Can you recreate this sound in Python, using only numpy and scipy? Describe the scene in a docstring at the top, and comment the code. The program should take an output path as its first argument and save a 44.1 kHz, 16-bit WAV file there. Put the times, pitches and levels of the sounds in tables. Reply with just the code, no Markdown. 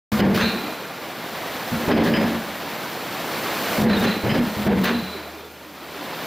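"""Hydraulic ram pumps slam and boom in a concrete basin.
Water gushes ever faster from their waste valves until they slam shut, one after another. Each slam
booms up its drive pipe and comes back as a second thud, often with a splashy crash. Steel rings, shut
valves squeal and air pockets gulp, while a limiter turns everything down during the heaviest thuds."""
import sys
import numpy as np
from scipy import signal
from scipy.fft import rfft, irfft, next_fast_len
from scipy.io import wavfile
from scipy.ndimage import uniform_filter1d

SR = 44100
rng = np.random.default_rng(int(sys.argv[2]) if len(sys.argv) > 2 else 0)


def to_wav(sig):
    """Store sig (one row per channel, or 1-D mono) as 16-bit WAV at the path in sys.argv[1].

    Samples outside -1..1 are clipped; the rate is SR.
    """
    pcm = np.clip(np.atleast_2d(sig), -1, 1) * 32767
    pcm = np.round(pcm).astype(np.int16)
    wavfile.write(sys.argv[1], SR, pcm.T)  # frames by channels


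N = 276066
T = np.arange(N) / SR
HZ = np.fft.rfftfreq(N, 1 / SR)

# Pressure surges behind the shut valves. Each row: start in seconds, pump name, force in dB,
# swell time in seconds, starting pitch in Hz.
SLAMS = [(0.106, "far", -16.5, 0.02, 215.6), (0.187, "near", -6.5, 0.035, 208),
         (1.712, "far", -21, 0.016, 227), (1.871, "next", -16, 0.031, 241.7),
         (2.02, "next", -21, 0.036, 246), (3.77, "far", -18.5, 0.017, 205),
         (3.812, "near", -8, 0.058, 222.8), (4.236, "next", -26.5, 0.029, 203),
         (4.58, "far", -23.5, 0.0085, 205), (4.656, "near", -10, 0.034, 200.8)]


def slams(rise=0.0072, sag_s=0.0837, overtone_ratio=2.36, overtone_db=-17.5, rebound_rumble_db=-9):
    """Water hammer: pressure swells and booms until its wave returns; then the water rebounds."""
    # Each pump: the wave's round trip and the fade time in seconds, resting pitch in Hz,
    # and the dB added to the force for boom, rumble and knock.
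    pumps = { "near": dict(trip_s=0.164, t60=0.5, rest_hz=189.1, boom_db=3.5, rumble_db=-5.5, knock_db=-2),
             "next": dict(trip_s=0.14, t60=1.15, rest_hz=228, boom_db=0.5, rumble_db=-6, knock_db=0.5),
             "far": dict(trip_s=0.067, t60=0.34, rest_hz=205, boom_db=1, rumble_db=-5.5, knock_db=-27), }
    # The water bouncing back. Each row: start in seconds, boom in dB, hold in seconds, pitch in Hz,
    # knock in dB.
    rebounds = [(0.26, -13, 0.016, 203, -17.5), (0.316, -16, .015, 207, -24),
                (0.395, -21.5, 0.071, 222.8, -36), (0.525, -28, 0.04, 222, -30),
                (0.628, -43, 0.08, 211.3, -34), (1.786, -31, 0.064, 224, -29.5),
                (1.967, -14.5, 0.06, 228, -14.5), (2.142, -19, .11, 226.3, -20.5),
                (2.273, -27.5, 0.095, 230, -29), (3.995, -21, 0.099, 220.1, -27.5),
                (4.14, -30, 0.03, 213.7, -30), (4.381, -14, 0.024, 234.7, -21.5),
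                (4.457, -27, 0.032, 205, -32.5), (4.635, -25, 0.026, 209.6, -31),
                (4.816, -22, .018, 236.6, -28), (4.89, -24, 0.028, 235, -27.5),
                (4.942, -27.5, 0.035, 228, -32.5), (5.013, -30, 0.022, 188.3, -50)]
    # Tone colours of the rumble and the knock. Each row: frequency in Hz, level in dB.
    rumble_spectrum = [(25, -17), (68, -7), (92, 0.5), (160, 2.5), (230, -2.5), (330, -14), (500, -39),
                       (1500, -36), (15000, -87)]
    knock_spectrum = [(150, -20), (290, 7), (470, 2), (620, -2), (950, -5.5), (1300, -14), (1700, -8),
                      (2700, -18), (4500, -27), (8000, -70), (15000, -68)]
    boom, rumble_power, knock_power = np.zeros((3, N))
    for start, name, db, swell_s, hz in SLAMS:
        pump, age = pumps[name], np.maximum(T - start, 0)
        swell = np.minimum(age / swell_s, 1) ** 2.8
        force = amp(db) * swell * burst(start, swell_s, pump["t60"], rise)
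        force *= burst(start, pump["trip_s"], t60=0.14, rise=rise)  # the returning wave ends the push
        pitch = pump["rest_hz"] + (hz - pump["rest_hz"]) / (1 + (age / sag_s) ** 8)
        overtone = amp(overtone_db) * waver(overtone_ratio * pitch, wander_hz=20.1, rate_hz=50)
        boom += force * amp(pump["boom_db"]) * (waver(pitch, wander_hz=11.2, rate_hz=47.5) + overtone)
        rumble_power += (force * amp(pump["rumble_db"])) ** 2
        knock_power += (force * amp(pump["knock_db"])) ** 2
    for start, db, hold, hz, knock_db in rebounds:
        rebound = burst(start, hold, t60=0.25, rise=rise)
        boom += rebound * amp(db) * waver(hz, wander_hz=10.42, rate_hz=44)
        rumble_power += (rebound * amp(db + rebound_rumble_db)) ** 2
        knock_power += (rebound * amp(knock_db)) ** 2
    rumble = np.sqrt(rumble_power) * noise(rumble_spectrum)
    return boom + rumble + np.sqrt(knock_power) * noise(knock_spectrum)


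def valve_blows():
    """A heavy valve strikes its seat, the rim it shuts against: a dull thud under a rough knock."""
    # Strikes and bounces. Each row: start in seconds, thud in dB, knock in dB, hold in seconds.
    blows = [(0.125, -27, -45, .035), (0.191, -19, -18, 0.027), (0.345, -23.5, -23, 0.026),
             (1.712, -26, -33, 0.021), (1.878, -19, -20, 0.012), (1.909, -22, -7.5, 0.0075),
             (1.963, -26.5, -16, 0.058), (2.103, -19, -28, 0.028), (3.774, -32, -26, 0.034),
             (3.815, -17.5, -21, 0.052), (4.044, -30, -22, 0.019), (4.234, -24.5, -25.5, 0.045),
             (4.31, -22, -27, 0.024), (4.341, -34, -19, 0.026), (4.564, -29.5, -34.5, 0.022),
             (4.664, -17, -17, 0.013)]
    # Tone colours of the thud and the knock. Each row: frequency in Hz, level in dB.
    thud_spectrum = [(25, -26), (68, -15), (92, 0.5), (140, 8), (220, 1), (400, -18), (1500, -45)]
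    knock_spectrum = [(130, -18), (280, 5.5), (450, 4), (650, -1.5), (1000, -8.5), (2500, -16), (4500, -24),
                      (8000, -45)]
    thud_power, knock_power = np.zeros((2, N))
    for start, thud_db, knock_db, hold in blows:
        contact = burst(start, hold, t60=0.11, rise=0.0019)
        thud_power += (contact * amp(thud_db)) ** 2
        knock_power += (contact * amp(knock_db)) ** 2
    return np.sqrt(thud_power) * noise(thud_spectrum) + np.sqrt(knock_power) * noise(knock_spectrum)


def recoils(grit_db=2):
    """The returning wave collapses cavities in the water with a crash, a splash and bright snaps."""
    # Cavities collapsing. Each row: start in seconds, crash in dB, hold in seconds, splash in dB.
    crashes = [(0.342, -24.5, 0.088, -26.5), (2.035, -25, 0.035, -28.5), (3.891, -18, 0.046, -35),
               (4.022, -25.5, 0.07, -34), (4.834, -24, 0.052, -33.5)]
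    # The sharpest collapses. Each row: start in seconds, level in dB.
    snaps = [(2.042, -40), (3.997, -25), (4.784, -42), (4.812, -31), (4.841, -19.5)]
    # Tone colours of the three sounds. Each row: frequency in Hz, level in dB.
    crash_spectrum = [(100, -46), (400, 13.5), (900, 6.5), (1350, 9), (1750, 11.5), (2200, 5), (3000, 3),
                      (4300, -0.5), (5500, -14), (9000, -25), (15000, -31)]
    splash_spectrum = [(200, -20), (1500, 8), (4500, 12), (8000, -4.5), (11000, 0), (15000, 3)]
    snap_spectrum = [(1000, -20), (4500, -2), (9000, -11), (13000, -7), (15000, 8)]
    crash_power, splash_power = np.zeros((2, N))
    for start, db, hold, splash_db in crashes:
        crash_power += (amp(db) * burst(start, hold, t60=6.1 * hold, rise=0.0028)) ** 2
        splash_power += (amp(splash_db) * burst(start, hold=0.018, t60=0.25, rise=0.0013)) ** 2
    snapping = sum(amp(db) * burst(start, hold=0.003, t60=0.056, rise=0.0004) for start, db in snaps)
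    crash = np.sqrt(crash_power) * noise(crash_spectrum)
    splash = np.sqrt(splash_power) * noise(splash_spectrum)
    return (crash + splash + snapping * noise(snap_spectrum)) * amp(grit_db * drift(120))


def pump_hum(delay_s=0.02):
    """The hollow steel of two pumps swells into a hum under each of their slams and rings on."""
    # Tones of each pump's pipe and air vessel. Each row: pitch in Hz, level in dB, fade in seconds.
    near_tones = [(188, 2, 0.72), (235, -2.5, 1), (445, -9, 1.24), (488, 0, 0.24), (1408, -20.5, 3.2)]
    next_tones = [(176, 2.5, 0.99), (222.3, 5, 0.99), (299.7, 4.5, 0.65), (355, -1.5, 0.55), (563, -3.5, 1),
                  (599, -1.5, 0.34)]
    out = np.zeros(N)
    for name, tones, pump_db in [("near", near_tones, -11), ("next", next_tones, -6.5)]:
        pushes = [(start + delay_s, db) for start, pump, db, *_ in SLAMS if pump == name]
        for hz, db, t60 in tones:
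            swing = bursts(pushes, hold=0.06, t60=t60, rise=0.036)
            out += amp(pump_db + db) * swing * waver(hz, wander_hz=0.00806 * hz, rate_hz=12.9)
    return out


def stem_clanks(hold=0.0051, rise=0.0013, chatter_db=2.5, rattle_db=-3):
    """A valve's steel stem rings and rattles as it chatters in its guide."""
    # The clanks. Each row: start in seconds, level in dB.
    hits = [(0.2, -26), (0.41, -34), (1.914, -23.5), (2.136, -21), (2.17, -33), (4.292, -27.5),
            (4.316, -34), (4.36, -34), (4.84, -36)]
    # The stem's ringing tones. Each row: pitch in Hz, level in dB, fade in seconds.
    tones = [(1130, -27, .3), (1700, 2.5, 0.59), (2000, 3, 0.22), (2073, 1, 0.16), (2680, -2, 0.35),
             (3110, 5, 0.17), (2960, 4, 0.13), (4960, -3, 0.2), (5040, -2.5, 0.44)]
    # Tone colour of the rattle. Each row: frequency in Hz, level in dB.
    rattle_spectrum = [(300, -24), (900, -1), (1500, 3), (2500, 6), (3250, -17), (3800, -16), (6000, -23),
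                       (10000, -45)]
    ring = np.zeros(N)
    for hz, db, t60 in tones:
        swing = amp(db + chatter_db * drift(170)) * bursts(hits, hold, t60, rise)
        ring += swing * waver(hz, wander_hz=75, rate_hz=176)
    ring /= np.linalg.norm(amp([db for _, db, _ in tones]))
    rattle = bursts(hits, hold, t60=0.25, rise=rise) * noise(rattle_spectrum)
    return ring + rattle * amp(rattle_db + chatter_db * drift(160))


def squeals(stutter_hz=22, settle_db_per_s=24, flutter_db=0.5):
    """Water squeezes past a shut valve: one stuttering tone, with side tones that fade sooner."""
    # The squeals. Each row: start in seconds, main pitch in Hz, level in dB, hold and fade in seconds,
    # dB added for the side tones at first, stutter depth in dB.
    leaks = [(0.418, 4005, -38, 0.039, 0.99, 6.5, -3), (3.883, 4000, -33, 0.032, 0.33, 2, -1),
             (3.93, 4030, -23, 0.016, 0.1, -14, 1), (3.963, 3740, -38, 0.04, 0.23, -12, 10),
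             (4.062, 4000, -34, 0.04, 0.62, -16, 2.5), (4.939, 4005, -41.5, 0.052, .2, -8, 6),
             (5.03, 4010, -43.5, 0.08, .2, -4, 3.5), (5.121, 4000, -39.5, 0.018, 0.34, -5, 4),
             (5.226, 4005, -48.5, 0.044, 0.31, -7, 5), (5.37, 3585, -53.5, .04, .22, -12, 3),
             (5.438, 3500, -52, .018, .18, -15, 1)]
    # The seat's side tones. Each row: pitch in Hz, level in dB.
    side_tones = [(3717, -4), (3945, -2), (4065, -4), (4140, -7), (4281, -5), (2440, -10)]
    main, side_power = np.zeros((2, N))
    for start, hz, db, hold, t60, side_db, stutter_db in leaks:
        age = np.maximum(T - start, 0)
        push = amp(db) * burst(start, hold, t60, rise=0.0034)
        stutter = np.sin(2 * np.pi * stutter_hz * age)  # the seat sticks and slips
        main += push * waver(hz, wander_hz=14, rate_hz=60.6) * amp(stutter_db * stutter)
        side_power += (push * amp(side_db - settle_db_per_s * age)) ** 2
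    cluster = sum(amp(db + 0.96 * drift(120)) * waver(hz, wander_hz=34.2, rate_hz=160)
                  for hz, db in side_tones)
    return (main + np.sqrt(side_power) * cluster) * amp(flutter_db * drift(51))


def cover_ring(hold=0.01, rise=0.0037, chatter_db=2.5):
    """The steel cover over a valve is jolted by the recoil and rings on."""
    # The jolts. Each row: start in seconds, level in dB.
    jolts = [(0.407, -33.5), (4.04, -37.5), (4.845, -39)]
    # The cover's ringing tones. Each row: pitch in Hz, level in dB, fade in seconds.
    tones = [(1080, -2, 0.46), (1590, 1, 0.46), (1795, 0, .4), (2020, -8, 1.2), (2400, -4, 2),
             (2500, -11, 1.6), (2730, 0, 0.64), (3390, -5, 0.2), (3640, -0.5, 0.47), (4005, -7.5, 1.8),
             (4270, -2.5, 0.85), (6280, -4.5, 0.2)]
    out = np.zeros(N)
    for hz, db, t60 in tones:
        swing = sum(amp(jolt_db) * burst(start, hold, t60, rise) for start, jolt_db in jolts)
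        out += amp(db + chatter_db * drift(90)) * swing * waver(hz, wander_hz=47.9, rate_hz=174)
    return out


def pipe_drone():
    """The long drive pipe keeps humming low after a round of slams."""
    # Pushes on the pipe. Each row: start in seconds, level in dB.
    pushes = [(2.1, -48), (4.8, -41.5)]
    swing = sum(amp(db) * burst(start, hold=0, t60=3.1, rise=0.092) for start, db in pushes)
    return swing * waver(hz=79, wander_hz=0.8, rate_hz=16)


def glugs(small_db=-51):
    """Air pockets wobble under the valve covers: a few large ones among many small."""
    # Large pockets gulping as the water drains. Each row: start in seconds, level in dB, pitch in Hz,
    # fade in seconds.
    pockets = [(5.144, -33.5, 378, 0.13), (5.168, -38, 314, 0.39), (5.215, -46, 420.6, .3),
               (5.272, -39, 720, 0.14), (5.28, -41, 324, .25), (5.335, -41, 325, .25),
               (5.37, -40.5, 414, 0.44), (5.425, -44, 466, .3), (5.65, -45, 300, 0.57),
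               (5.975, -37, 282.6, 0.27)]
    large = sum(amp(db) * burst(start, 0.013, t60, rise=0.003) * waver(hz, wander_hz=10.95, rate_hz=28.3)
                for start, db, hz, t60 in pockets)
    return large + amp(small_db) * bubbles(count=70, low_hz=249, high_hz=562, cycles=18, spread_db=2.5)


def water(usual_flow_db=-34, drops_db=-8, gurgle_db=-18, low_split_hz=850, high_split_hz=5000):
    """Water pours from the open valves: a wash of drops and bubbles that follows the flow."""
    # The outflow, building up to the slams and draining after. Each row: time in seconds, level in dB.
    flow = [(0.12, -30), (0.6, -34.5), (0.92, -37.5), (1.8, -31.5), (2.5, -34.5), (3.1, -33), (3.78, -27),
            (4.2, -35), (4.64, -32.5), (5.15, -37.5), (5.5, -45), (5.72, -44.5), (5.92, -38.5),
            (6.25, -33.5)]
    # Tone colour of the water. Each row: frequency in Hz, level in dB.
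    spectrum = [(24, -70), (40, -24), (63, -20), (108, -10), (174, -2.5), (241, -2), (407, -4.5),
                (535, -2.5), (1020, -3.5), (2330, -7.5), (2640, -9.5), (4130, -11), (8960, -21.5),
                (14400, -12), (15500, -16)]
    flow_db = np.interp(T, *np.transpose(flow)) - usual_flow_db
    drops = bubbles(count=20000, low_hz=241.2, high_hz=9100, cycles=3.64, spread_db=0)
    gurgle = bubbles(count=1000, low_hz=282.6, high_hz=2626, cycles=19, spread_db=1)
    foam = rng.standard_normal(N) + amp(drops_db) * drops + amp(gurgle_db) * gurgle
    churn = 1 / (1 + (HZ / low_split_hz) ** 6)
    spray = 1 - 1 / (1 + (HZ / high_split_hz) ** 8)
    gush = 1 - churn - spray
    # Each row: filter, dB at the usual flow, dB gained per dB of flow, steady trickle and flicker in dB.
    bands = [(churn, -34.5, 1, -69, 0.55), (gush, -34, 1, -70, 0.55), (spray, -41.5, 1.35, -51, 0.45)]
    slosh_db = 0.28 * drift(15)
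    out = np.zeros(N)
    for band, db, growth, trickle_db, flicker_db in bands:
        level = np.hypot(amp(db + growth * flow_db), amp(trickle_db))
        wash = unit(colour(foam, shape(spectrum) * band))
        out += wash * level * amp(slosh_db + flicker_db * drift(21))
    return out


def bubbles(count, low_hz, high_hz, cycles, spread_db):
    """Bubbles and drops ping at random times, rising in pitch; more cycles make a longer ring."""
    pings, out = [], np.zeros(N + SR)
    for hz in np.geomspace(low_hz, high_hz, 60):
        decay = np.arange(0, 6, hz / cycles / SR)[:SR]
        pings.append(np.sin(2 * np.pi * cycles * decay * (1 + 0.0142 * decay)) * np.exp(-decay) * hz)
    when, which, chance = rng.random((count, 3)).T
    sizes = amp(spread_db * np.minimum(-np.log(1 - chance), 4))
    for at, k, size in zip((when * N).astype(int), (which * len(pings)).astype(int), sizes):
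        out[at:at + len(pings[k])] += size * pings[k]
    return unit(out[:N])


def amp(db):
    """Turns decibels into a gain."""
    return 10 ** (np.asarray(db) / 20)


def unit(x):
    """Scales a signal to an average strength (rms) of 1."""
    return x / np.sqrt(np.mean(x ** 2) + 1e-20)


def shape(spectrum):
    """A gain for every frequency, from a few rows of Hz and dB."""
    hz, db = np.transpose(spectrum)
    return amp(np.interp(np.log(HZ + 1), np.log(hz), db))


def colour(x, gain):
    """Filters a signal with one gain per frequency."""
    return irfft(rfft(x) * gain, N)


def noise(spectrum):
    """Noise of strength 1 with the given tone colour."""
    return unit(colour(rng.standard_normal(N), shape(spectrum)))


def drift(rate_hz, step=32):
    """A smooth random wobble of strength 1, mostly slower than rate_hz."""
    t = T[::step]
    size = next_fast_len(len(t))
    hz = np.fft.rfftfreq(size, step / SR)
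    chance = rng.standard_normal(len(hz)) + 1j * rng.standard_normal(len(hz))
    slow = irfft(chance / (1 + (hz / rate_hz) ** 4), size)
    return np.interp(T, t, unit(slow[:len(t)]))


def waver(hz, wander_hz, rate_hz):
    """A tone of strength 1 whose pitch shakes at random."""
    turns = np.cumsum(hz + wander_hz * drift(rate_hz)) / SR + rng.random()
    return np.sqrt(2) * np.sin(2 * np.pi * (turns % 1).astype(np.float32))


def burst(start, hold, t60, rise):
    """A loudness curve that rises, holds, then fades by 60 dB in t60; all times are in seconds."""
    out = np.zeros(N)
    live = slice(max(int(start * SR) + 1, 0), int((start + hold + 2 * t60) * SR))
    age = T[live] - start
    out[live] = (1 - np.exp(-age / rise)) * np.exp(-np.log(1000) * np.maximum(age - hold, 0) / t60)
    return out


def bursts(hits, hold, t60, rise):
    """One loudness curve for several hits, whose powers add up."""
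    return np.sqrt(sum((amp(db) * burst(start, hold, t60, rise)) ** 2 for start, db in hits))


def basin():
    """All the sources together, with fresh randomness on each call."""
    steel = pump_hum() + pipe_drone() + stem_clanks() + cover_ring()
    return water() + glugs() + valve_blows() + slams() + recoils() + steel + squeals()


def scene():
    """Nearly mono: the walls scatter a little sound to the sides, and the deep bass leans left."""
    # Stereo width. Each row: frequency in Hz, side minus middle in dB.
    width = [(60, -35), (110, -20), (200, -29), (380, -18.5), (700, -27), (1290, -31), (2380, -95),
             (4400, -20.5), (8120, 0.5), (15000, -28)]
    # Stereo balance. Each row: frequency in Hz, left minus right in dB.
    balance = [(30, 0), (75, 3.5), (140, 2), (250, -0.5), (500, -1.5), (1000, 0)]
    mid, side = basin(), colour(basin(), shape(width))
    lean = np.sqrt(shape(balance))
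    return np.array([colour(mid + side, lean), colour(mid - side, 1 / lean)])


def record(dry, limit_db=-18, recover_db_per_s=170, squeeze=0.84, start_s=0.118, top_hz=15600):
    """A quick limiter holds the thuds down; the sound begins at start_s and is cut above top_hz."""
    power = uniform_filter1d((dry ** 2).mean(0), size=400)
    power_db = 10 * np.log10(abs(power) + 1e-12)
    fall = T * recover_db_per_s
    peak_db = np.maximum.accumulate(power_db + fall) - fall  # jumps up at once, sinks steadily
    over_db = np.maximum(peak_db - limit_db, 0)
    held = dry * amp(-squeeze * uniform_filter1d(over_db, size=150)) * (T >= start_s)
    lowpass = signal.firwin(511, top_hz, window=("kaiser", 9), fs=SR)
    return signal.oaconvolve(held, lowpass[None], "same")


dry = scene()
out = record(dry)
to_wav(out)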